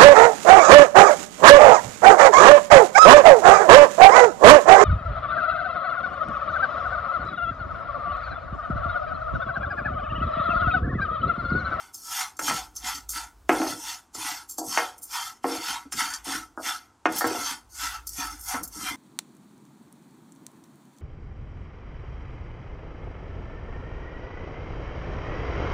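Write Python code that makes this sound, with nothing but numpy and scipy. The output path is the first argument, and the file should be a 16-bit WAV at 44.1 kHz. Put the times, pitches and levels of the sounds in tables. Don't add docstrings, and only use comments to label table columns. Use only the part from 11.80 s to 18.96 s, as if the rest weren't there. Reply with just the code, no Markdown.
import sys
import numpy as np
from scipy import signal
from scipy.fft import rfft, irfft
from scipy.io import wavfile

SR = 44100
rng = np.random.default_rng(int(sys.argv[2]) if len(sys.argv) > 2 else 0)


def to_wav(sig):
    pcm = np.clip(np.atleast_2d(sig), -1, 1) * 32767
    pcm = np.round(pcm).astype(np.int16)
    wavfile.write(sys.argv[1], SR, pcm.T)


N = 315756
TAPS = 8192
TIME = np.arange(N) / SR
HZ = np.fft.rfftfreq(TAPS, 1 / SR)

# frequency in Hz, gain in dB.
AIR_SPECTRUM = [(20, -19), (50, -10.5), (90, -2.5), (150, -14), (300, -5.5), (550, -19.5), (900, -10.5),
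                (1400, -16), (1900, -26), (4000, -29), (8000, -27.5), (16000, -50)]
# time in seconds, level in dB.
RUMBLE_LEVEL = [(0, -74), (0.6, -76), (0.8, -53), (1.7, -54.5), (2.2, -72), (4.0, -69), (4.6, -58),
                (5.2, -78), (5.8, -64), (6.05, -49.5), (6.35, -50.5), (6.7, -49.5), (7.16, -55)]
# frequency in Hz, gain in dB.
RUMBLE_SPECTRUM = [(20, -40), (36, -19), (51, 8.5), (68, -3.5), (110, -19), (250, -42.5)]
# frequency in Hz, time to -60 dB in seconds.
KITCHEN_DECAY = [(100, 0.34), (400, 0.42), (1500, 0.26), (5000, 0.14), (14000, 0.16)]
# mean delay in seconds, gain as a factor.
ECHOES = [(.0042, 0.49), (.0078, -0.27), (0.0126, .3), (.02, -0.1)]

# mean frequency in Hz, height over the dead thud in dB (before the
# ring setting of each knock), time to -60 dB in seconds.
PAN_MODES = [(194, 7.5, 0.23), (274, 16, .25), (320, 18, 0.25), (362.5, 9, 0.12), (405, 8.5, .11),
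             (477, 17.5, 0.22), (519.5, 5, .12), (574, 11.5, 0.18), (652, 6.5, 0.09), (711, 12, 0.2),
             (731, 13, .22), (777, 6.5, 0.14), (876, 10.5, 0.14), (955, 5, 0.19), (1075, 3.5, 0.12),
             (1258, 4, 0.09), (1340, 7, .14), (1438, 6.5, 0.12), (1626, 4, 0.08), (1825, 5.5, 0.15),
             (2120, 5, 0.08), (2510, 5, 0.09), (2790, 5, .1)]
# frequency in Hz, width in Hz, lift in dB
BODY_RESONANCES = [(272.5, 49, 7), (311, 34, 7.5), (734.5, 63, 7), (878, 55, 6.5), (948, 71, 7),
                   (1197, 25, -2), (1329, 85, 13), (1464, 93, 8), (1972, 30, 7.5), (2100, 55, 8.5),
                   (2760, 64, 5), (3170, 110, 9), (3480, 148, 9), (4184, 81, 8.5), (4555, 125, 12.5),
                   (5243, 77, 10.5), (5420, 126, 10), (5770, 110, 7.5), (6230, 200, 10), (6696, 110, 9),
                   (7510, 50, 7), (9250, 270, 5), (9760, 250, 1), (10380, 350, -7), (12400, 250, 0)]
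# frequency in Hz, width in Hz, lift in dB.
EDGE_RESONANCES = [(6300, 300, 4), (7450, 260, 10), (8300, 600, -5), (9250, 380, 6), (10050, 500, -6),
                   (10800, 350, 9), (11600, 500, -4), (12350, 380, 7), (13750, 300, 7)]

# start in seconds, level in dB, pitch in Hz, time to -60 dB in seconds.
SHUDDERS = [(0.62, -44, 480, .2), (0.675, -40, 240, .12), (0.717, -40.5, 150, .12), (1.029, -53, 213, .2),
            (1.138, -55, 223, .15), (1.35, -54, 300, .15), (1.76, -40, 322, .25), (1.87, -41, 300, .22),
            (1.925, -44, 320, .15), (2.37, -49, 328, .12), (2.433, -51, 315, .15), (2.51, -53, 293, .15),
            (2.79, -46, 285, .2), (2.86, -47, 221, .3), (3.776, -41, 328, .14), (3.88, -50, 285, .25),
            (4.05, -47, 268, .09), (4.135, -47, 258, .16), (4.17, -51, 165, .12), (4.21, -48, 277, .3),
            (4.473, -43, 272, .2), (4.54, -42, 323, .22), (4.86, -52, 270, .15), (5.31, -45, 195, .3),
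            (5.45, -43, 110, .25), (5.57, -44, 288, .2), (5.705, -50, 266, .2), (6.02, -53, 285, .2),
            (6.38, -43, 275, .13), (6.442, -50, 304, .13), (6.515, -52, 296, .13), (6.735, -38.5, 250, .18),
            (6.795, -45, 160, .25), (6.95, -46, 200, .3), (7.025, -46, 320, .16), (7.1, -44, 266, .25)]
# frequency in Hz, gain in dB.
SHUDDER_SPECTRUM = [(50, -12), (100, -0.5), (160, -4), (270, 0), (370, -5), (520, -13), (900, -32),
                    (2000, -59)]
SHUDDER_RISE_S = .008
SHUDDER_LIFT_DB, SHUDDER_HALF_WIDTH_HZ = 8, 30

# start in seconds, level in dB, lowest frequency in Hz, highest frequency in Hz,
# steepness of the cut above it as a power, pitch of the wooden tock in Hz, pan note favoured by the spot
# struck in Hz, lift of that note in dB, rattle in dB, ring of the pan's modes in dB.
KNOCKS = [(0.5924, -33.5, 400, 2200, 4.5, 1330, 300, 7, 5, -1),
          (0.614, -40, 620, 1400, 6, 900, 275, 2, 0, 0),
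          (0.680, -30.5, 755, 2300, 5.8, 1300, 300, 0, 3, -3),
          (0.697, -33, 700, 2500, 8, 2100, 878, 3, 0, -2), (0.709, -32, 750, 1200, 8, 920, 950, 3, -3, 0),
          (0.704, -43.5, 110, 216, 5.8, 159, 159, 0, 0, 0),
          (1.6924, -17.8, 250, 1900, 5.5, 725, 322, 2.5, -4, 0.5),
          (1.7145, -29, 300, 1700, 5, 600, 477, 3, -3, 2), (1.726, -28.5, 250, 1600, 5, 850, 322, 4, 5, 1),
          (1.746, -32, 260, 1500, 5, 480, 322, 4, 2, 2), (1.763, -34, 500, 1400, 6, 800, 714, 4, 0, 3),
          (1.799, -26, 210, 900, 5, 275, 275, 5, 3, 1), (1.816, -28.5, 220, 1350, 5, 760, 322, 4, 3, 2),
          (1.842, -36, 260, 1300, 6, 650, 275, 3, 2, 2), (1.866, -35, 300, 1300, 5, 711, 714, 3, 3, 2),
          (2.350, -48, 223, 1550, 12, 1350, 330, 6, 0, 0), (2.783, -36, 200, 1200, 14, 720, 285, 3, 0, 1),
          (2.812, -37.2, 260, 1000, 14, 770, 322, 3, -2, 2),
          (2.838, -44.5, 260, 1050, 14, 880, 285, 0, -3, 0),
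          (2.9738, -22.3, 640, 2300, 5.8, 800, 480, 2, -9, 0),
          (2.9825, -28, 636, 2100, 5.8, 840, 320, 0, 9, 0),
          (3.022, -36, 450, 1200, 5.8, 724, 275, 3, -6, 0), (3.642, -26, 330, 1400, 6.5, 800, 477, 3, 1, 1),
          (3.6535, -30, 360, 1100, 6, 450, 322, 5, -3, 2), (3.690, -33, 340, 1200, 5.8, 480, 477, 4, 1, 3),
          (3.719, -35, 350, 1100, 5.8, 350, 322, 5, -1, 3), (3.752, -39.5, 480, 1600, 5, 740, 731, 3, 0, 2),
          (4.122, -42, 900, 3300, 5, 1400, 1340, 2, 4, 0), (4.467, -44, 220, 910, 8, 327, 272, 3, 4, 0),
          (4.7741, -36.5, 280, 1480, 20, 1380, 270, 3, -1, 1),
          (4.797, -41.5, 280, 950, 14, 680, 270, 2, 0, 1),
          (5.2552, -20.3, 380, 1700, 4.8, 1180, 730, 4, -7, 1),
          (5.286, -35, 170, 1500, 8, 700, 200, 4, 3, 2), (5.311, -39, 250, 1400, 8, 700, 275, 3, 0, 2),
          (5.408, -29, 740, 1800, 16, 1390, 1830, 4, 2, 1),
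          (5.4175, -30, 640, 1750, 16, 750, 575, 3, -3, 1), (5.442, -25, 280, 1800, 14, 960, 400, 1, -3, 0),
          (5.467, -34, 300, 1400, 7, 660, 477, 3, 0, 2), (5.508, -34, 280, 1100, 6, 500, 365, 3, 3, 2),
          (5.548, -35, 330, 1100, 6, 660, 714, 3, 2, 2), (5.572, -39, 350, 1200, 8, 900, 477, 3, 0, 2),
          (6.743, -33.5, 760, 1450, 8, 1200, 730, 7, 8, -3)]
# frequency in Hz, gain in dB.
BLOW_SPECTRUM = [(80, -5), (250, 0), (400, -1.5), (560, -4.5), (720, -1), (1250, 0), (2400, 1.5), (3300, 0),
                 (6000, -16), (16000, -20)]
RATTLE_PER_S = 560
RATTLE_T60_S, FAINT_RATTLE_T60_S = .09, .38
NOTE_HALF_WIDTH_HZ = 28

# loudest moment in seconds, level in dB,
# fall time to -60 dB in seconds, brightness in dB per octave (above 3 kHz).
CRUNCHES = [(0.145, -37.0, 0.17, -0.2), (0.569, -47.7, 0.04, -3.8), (0.593, -33, 0.05, -3),
            (0.68, -29, 0.09, -3), (0.964, -32.8, 0.19, -2.5), (1.15, -36.3, 0.17, -8.3),
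            (1.2925, -31, 0.05, 0.5), (1.305, -33, 0.17, 0.5), (1.693, -38, 0.06, 0),
            (1.725, -40, 0.25, 0.8), (2.347, -36.6, 0.15, -7.1), (2.699, -37.3, 0.18, 3),
            (2.783, -30, 0.1, -2), (3.182, -47, 0.08, 8), (3.228, -37.5, 0.17, 5),
            (4.124, -30.2, 0.11, -4.1), (4.304, -40, 0.06, -5), (4.338, -30.5, 0.11, -9),
            (4.447, -42.5, 0.12, -0.9), (5.257, -41.0, 0.07, -13.5), (5.324, -40.4, 0.04, 8.0),
            (5.362, -33.5, 0.2, 12.0), (5.385, -26.2, 0.11, 11.0), (5.472, -33.9, 0.04, 11.0),
            (6.272, -33.3, 0.05, 2.5), (6.292, -35.5, 0.04, 3), (6.596, -45, 0.2, 4), (6.611, -42, 0.14, 6),
            (6.638, -42, 0.16, 6), (6.686, -33, 0.1, -0.9), (6.834, -32, 0.07, 3.5), (6.852, -43, 0.05, 3),
            (6.877, -40.9, 0.07, 7.1)]
# frequency in Hz, gain in dB.
CRUNCH_SPECTRUM = [(500, -33), (1300, -10.5), (1900, -33), (3700, -15), (5200, -3), (8000, 1), (12000, -1),
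                   (14000, -3), (15500, -12)]
BUILD_DB = 290

# blade down in seconds, fastest moment in seconds, scrape rise
# in seconds, rustle rise in seconds, fall in seconds, scrape gain in dB, hollowness as low scrape over middle
# in dB, grit as extra gain on the upper scrape in dB, rustle gain in dB. Gains precede the mix in stirring().
STROKES = [(0.0, 0.0, 0.09, 0.12, 0.13, -43.1, 0, -3.2, -48),
           (0.14, 0.403, 0.13, 0.22, 0.109, -30.9, 2, 3.5, -31.7),
           (0.595, 0.696, 0.06, 0.112, 0.058, -30.2, 2, 6, -29.6),
           (0.69, 0.765, 0.104, 0.064, 0.115, -35, 0, 4.6, -35.4),
           (0.961, 1.091, 0.07, 0.072, 0.076, -29.2, -2, 1, -33.5),
           (1.11, 1.148, 0.09, 0.114, 0.106, -41.2, 0, 4.4, -43.6),
           (1.293, 1.374, 0.052, 0.07, 0.118, -33, 3, -0.5, -35.4),
           (1.702, 1.91, 0.42, 0.36, 0.113, -42, 1, 9.2, -37.0),
           (1.958, 2.112, 0.13, 0.194, 0.102, -39.6, 2, 9, -35.7),
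           (2.351, 2.498, 0.163, 0.24, 0.133, -32.9, 1, 4.9, -33.4),
           (2.783, 2.986, 0.095, 0.26, 0.14, -29.7, 3, 2.6, -34),
           (3.23, 3.365, 0.06, 0.085, 0.15, -32.2, 0, 1.2, -35),
           (3.409, 3.473, 0.106, 0.107, 0.099, -45.4, 5, 6.5, -40),
           (3.643, 3.755, 0.153, 0.17, 0.138, -35.3, 0, 2, -37.3),
           (3.801, 3.905, 0.125, 0.15, 0.125, -28.8, 0, 0.2, -36.1),
           (4.12, 4.203, 0.038, 0.065, 0.131, -27.4, -4, 3.6, -31),
           (4.251, 4.315, 0.112, 0.054, 0.116, -37, -4, -3, -41),
           (4.454, 4.536, 0.129, 0.124, 0.111, -31.3, 0, 2.2, -33.6),
           (4.775, 4.875, 0.047, 0.07, 0.14, -30.6, -7, 2.4, -34.3),
           (5.292, 5.41, 0.17, 0.116, 0.06, -37.2, 3, 5, -35.0),
           (5.445, 5.513, 0.157, 0.125, 0.236, -36.4, 4, 4.5, -38),
           (5.558, 5.707, 0.212, 0.329, 0.088, -33.3, -4, 3.5, -34.6),
           (5.9, 6.04, 0.07, 0.115, 0.15, -31.8, -3, 3, -34.1),
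           (6.1, 6.169, 0.091, 0.114, 0.05, -38.0, -4, -8.8, -49.3),
           (6.274, 6.425, 0.078, 0.19, 0.125, -32.5, -4, -1, -35),
           (6.48, 6.535, 0.096, 0.108, 0.13, -49, -1, -3, -45.5),
           (6.625, 6.725, 0.062, 0.107, 0.1, -28.8, 3, -4.5, -32),
           (6.9, 6.972, 0.06, 0.062, 0.09, -46, -2, -3, -40),
           (6.99, 7.08, 0.105, 0.14, 0.107, -30.2, -3, -4.8, -35)]
# frequency in Hz, gain in dB.
SCRAPE_SPECTRUM = [(300, -35), (580, -32.5), (760, 0.5), (1700, -1.5), (2500, -5), (3900, -8.5),
                   (5500, -10.5), (9000, -17), (16000, -40)]
# frequency in Hz, gain in dB.
RUSTLE_SPECTRUM = [(1500, -54), (3600, -25.5), (4900, -2.5), (6000, -1), (7500, -1), (9500, -1),
                   (11500, -3), (13500, -5.2), (15500, -21)]
SWELL_DB = 20.1
SWELL_TAIL = .88
LEAD_S = .01
SINK_DB_PER_S = 1100
GRIT_POWER = 1.2
SCRATCH_DB, SCRATCHES_PER_S = -7.5, 330
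SCRATCH_S, SCRATCH_GLIDE = .0011, .03
TICK_DB, TICKS_PER_S, TICK_T60_S = -8, 220, .055
TICK_LOW_HZ, TICK_HIGH_HZ = 1700, 6800


def amp(db):
    return 10 ** (np.asarray(db) / 20)


def unit(x):
    return x / np.sqrt(np.mean(x ** 2) + 1e-20)


def read(points, hz=HZ):
    f, value = np.transpose(points)
    return np.interp(np.log(hz + 1), np.log(f + 1), value)


def curves(rows):
    s, *columns = np.transpose(rows)
    return [np.interp(TIME, s, c) for c in columns]


def add(mix, s, sound):
    part = mix[round(s * SR):][:len(sound)]
    part += sound[:len(part)]


def colour(x, db):
    log_gain = np.log(amp(np.maximum(db, db.max() - 90)))
    circle = np.concatenate([log_gain, log_gain[-2:0:-1]])
    spectrum = np.exp(np.conj(signal.hilbert(circle)))
    response = np.fft.ifft(spectrum).real
    return signal.oaconvolve(x, response[:TAPS // 2])[:len(x)]


def below(x, hz):
    return signal.sosfiltfilt(signal.butter(2, hz, fs=SR, output="sos"), x)


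def lift(resonances):
    return sum(db / (1 + (2 * (HZ - hz) / width) ** 2) for hz, width, db in resonances)


def body():
    return lift(BODY_RESONANCES)


def wander(rate_hz):
    f = np.fft.rfftfreq(N, 1 / SR)
    return unit(irfft(rfft(rng.standard_normal(N)) * np.exp(-(f / rate_hz) ** 2), N))


def clicks(per_s, spread_db, size):
    height_db = spread_db * np.minimum(rng.exponential(1, size), 4)
    height = amp(height_db) * rng.choice([-1, 1], size)
    return unit(height * (rng.random(size) < per_s / SR))


def roam(x, depth_db, patch_hz, patch_s):
    _, _, z = signal.stft(x, SR, nperseg=1024, noverlap=768)
    across_hz = np.fft.fftfreq(z.shape[0], SR / 1024)[:, None] * patch_hz
    across_s = np.fft.fftfreq(z.shape[1], 256 / SR) * patch_s
    smoothing = np.exp(-(2 * across_hz) ** 2 - (2 * across_s) ** 2)
    patches = np.fft.ifft2(np.fft.fft2(rng.standard_normal(z.shape)) * smoothing)
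    varied = z * amp(depth_db * unit(patches.real))
    return unit(signal.istft(varied, SR, nperseg=1024, noverlap=768)[1][:N])


def background():
    air = unit(colour(rng.standard_normal(N), read(AIR_SPECTRUM))) * amp(-62.7)
    rumble = unit(colour(rng.standard_normal(N), read(RUMBLE_SPECTRUM)))
    return air + rumble * amp(curves(RUMBLE_LEVEL)[0])


def kitchen(x):
    hz, t, z = signal.stft(rng.standard_normal(SR * 2 // 3), SR, nperseg=256)
    decay = amp(-60 * t / read(KITCHEN_DECAY, hz)[:, None])
    tail = signal.istft(z * decay, SR, nperseg=256)[1]
    tail *= 1 - np.exp(-(np.arange(len(tail)) / SR / 0.0042) ** 2)
    return signal.fftconvolve(x, tail / np.linalg.norm(tail))[:N]


def thrum():
    out, t = np.zeros(N), np.arange(SR // 2) / SR
    pan_db = read(SHUDDER_SPECTRUM) + body()
    for s, db, pitch_hz, t60 in SHUDDERS:
        chatter = clicks(per_s=900, spread_db=2.0, size=len(t))
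        chatter *= amp(-60 * t / max(t60, .04)) * (1 - np.exp(-t / SHUDDER_RISE_S))
        pitch_db = SHUDDER_LIFT_DB / (1 + ((HZ - pitch_hz) / SHUDDER_HALF_WIDTH_HZ) ** 2)
        shake = colour(chatter, pan_db + pitch_db)
        add(out, s, amp(db) * shake / np.std(shake[:SR // 25]))
    return out


def pan_response(t, ring_db):
    out = np.zeros(len(t))
    out[0] = 1
    for hz, db, t60 in PAN_MODES:
        damping = np.log(1000) / t60
        turns = hz * (1 + .004 * rng.standard_normal()) * t
        ring = np.exp(-damping * t) * np.cos(2 * np.pi * turns)
        out += amp(db + ring_db) * 2 * damping / SR * ring
    return out


def knocks():
    out, t = np.zeros(N), np.arange(SR // 2) / SR
    rattle_fall = amp(-60 * t / RATTLE_T60_S) + 0.14 * amp(-60 * t / FAINT_RATTLE_T60_S)
    for s, db, low_hz, high_hz, steepness, tock_hz, note_hz, note_db, rattle_db, ring_db in KNOCKS:
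        blow = np.zeros(len(t))
        for delay, gain in [(0.0007, 1)] + ECHOES:
            blow[round(abs(delay) * SR * rng.uniform(.9, 1.1))] += gain
        rattle = clicks(per_s=RATTLE_PER_S, spread_db=1.5, size=len(t)) * rattle_fall
        blow += amp(rattle_db) * rattle / np.linalg.norm(rattle)

        low_cut, high_cut = 1 + (low_hz / (HZ + 1)) ** 5, 1 + (HZ / high_hz) ** steepness
        contact_db = -10 * np.log10(low_cut * high_cut)
        tock_lift_db = 7 / (1 + ((HZ / tock_hz - 1) / 0.12) ** 2)
        note_lift_db = note_db / (1 + ((HZ - note_hz) / NOTE_HALF_WIDTH_HZ) ** 2)
        ringing = signal.fftconvolve(blow, pan_response(t, ring_db))[:len(t)]
        sound = colour(ringing, read(BLOW_SPECTRUM) + contact_db + tock_lift_db + note_lift_db)
        dispersion = np.exp(-1j * .3 * np.sqrt(np.fft.rfftfreq(len(t), 1 / SR)))
        sound = irfft(rfft(sound) * dispersion, len(t))
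        add(out, s, amp(db) * sound / np.std(sound[:SR // 25]))
    return out


def crunches():
    lead = SR // 30
    out, t = np.zeros(N), np.arange(-lead, SR // 4) / SR
    lift_db = 1.1 * body() + lift(EDGE_RESONANCES)
    octaves = np.log2(np.maximum(HZ, 3000) / 8000)
    for s, db, t60, tilt in CRUNCHES:
        shape_db = np.where(t < 0, BUILD_DB, -60) * t / max(t60, .03)
        snaps = clicks(per_s=3200, spread_db=1.9, size=len(t)) * amp(shape_db)
        pings_db = sum(8 / (1 + ((HZ - hz) / 90) ** 2) for hz in rng.uniform(4590, 14500, 7))
        burst = colour(snaps, read(CRUNCH_SPECTRUM) + lift_db + pings_db + tilt * octaves)
        add(out, s + t[0], amp(db) * burst / np.std(burst[lead:][:SR // 100]))
    return out


def swell(t, rise_s, fall_s):
    from_top = t / np.where(t < 0, rise_s, fall_s)
    return amp(-SWELL_DB * np.log1p(SWELL_TAIL * from_top ** 2) / np.log1p(SWELL_TAIL))


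def pushes():
    t, power = TIME[::64], 0
    for down_s, top_s, rise_s, rustle_rise_s, fall_s, scrape_db, hollow_db, grit_db, rustle_db in STROKES:
        contact = amp(SINK_DB_PER_S * np.minimum(t - down_s, 0))
        scrape = amp(scrape_db) * swell(t - top_s, rise_s, fall_s)
        hollow, middle = scrape * amp(hollow_db / 2), scrape * amp(-hollow_db / 2)
        grit = amp(scrape_db + grit_db) * swell(t - top_s + LEAD_S, rise_s, fall_s) ** GRIT_POWER
        rustle = amp(rustle_db) * swell(t - top_s + LEAD_S, rustle_rise_s, fall_s)
        power = power + (contact * np.array([hollow, middle, grit, rustle])) ** 2
    return [np.interp(TIME, t, np.sqrt(p)) for p in power]


def scratches(count=40):
    out, t = np.zeros(N), np.arange(SR // 30) / SR
    for hz in np.geomspace(1600, 12000, count):
        age = t / (SCRATCH_S * rng.uniform(.5, 2))
        glide = SCRATCH_GLIDE * rng.uniform(-1, 1) * age
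        roughness = .15 * rng.standard_normal(len(t))
        pitch = hz * (1 + glide + roughness)
        chirp = age * np.exp(-age) * np.sin(2 * np.pi * np.cumsum(pitch) / SR)
        for s, size in rng.random((round(SCRATCHES_PER_S * TIME[-1] / count), 2)):
            add(out, s * TIME[-1], amp(-12 * size) * chirp)
    return unit(colour(out, 0.9 * body()))


def ticks():
    out, t = np.zeros(N), np.arange(SR // 12) / SR
    for when, size, pitch, length in rng.random((round(TICKS_PER_S * TIME[-1]), 4)):
        hz = TICK_LOW_HZ * (TICK_HIGH_HZ / TICK_LOW_HZ) ** pitch
        decay_db = -60 * t / (TICK_T60_S * (.5 + length))
        add(out, when * TIME[-1], amp(-12 * size + decay_db) * np.sin(2 * np.pi * hz * t))
    return unit(colour(out, 1.1 * body()))


def stirring():
    hollow_gain, scrape_gain, grit_gain, rustle_gain = pushes()
    judder_db = wander(rate_hz=23)
    slips = clicks(per_s=2800, spread_db=2.7, size=N) * amp(judder_db)
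    rub = colour(slips, read(SCRAPE_SPECTRUM) + 1.2 * body())
    rub = roam(rub, depth_db=3.8, patch_hz=100, patch_s=0.06)

    low, hollow = below(rub, hz=2500), below(rub, hz=1100)
    upper = rub - low
    scrape = hollow * hollow_gain + (low - hollow) * scrape_gain
    grit = unit(upper) + amp(SCRATCH_DB) * scratches() + amp(TICK_DB) * ticks()
    grit *= amp(-0.4) * np.std(upper)

    snaps = clicks(per_s=6000, spread_db=2.3, size=N) * amp(0.97 * judder_db)
    rustle = colour(snaps, read(RUSTLE_SPECTRUM) + 0.85 * body())
    rustle = roam(rustle, depth_db=4.0, patch_hz=160, patch_s=0.038)
    return scrape + grit * grit_gain + amp(-1.1) * rustle * rustle_gain


def scene():
    rubbing, blows = stirring() + crunches() + thrum(), knocks()
    reverberation = kitchen(amp(-17.5) * rubbing + amp(-13) * blows)
    mono = rubbing + blows + reverberation + background()
    side = amp(-20) * background()
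    return np.array([mono + side, mono - side])


def record(dry):
    low_pass = signal.firwin(511, 15900, window=("kaiser", 9), fs=SR)
    return signal.oaconvolve(dry, low_pass[None], "same")


dry = scene()
out = record(dry)
to_wav(out)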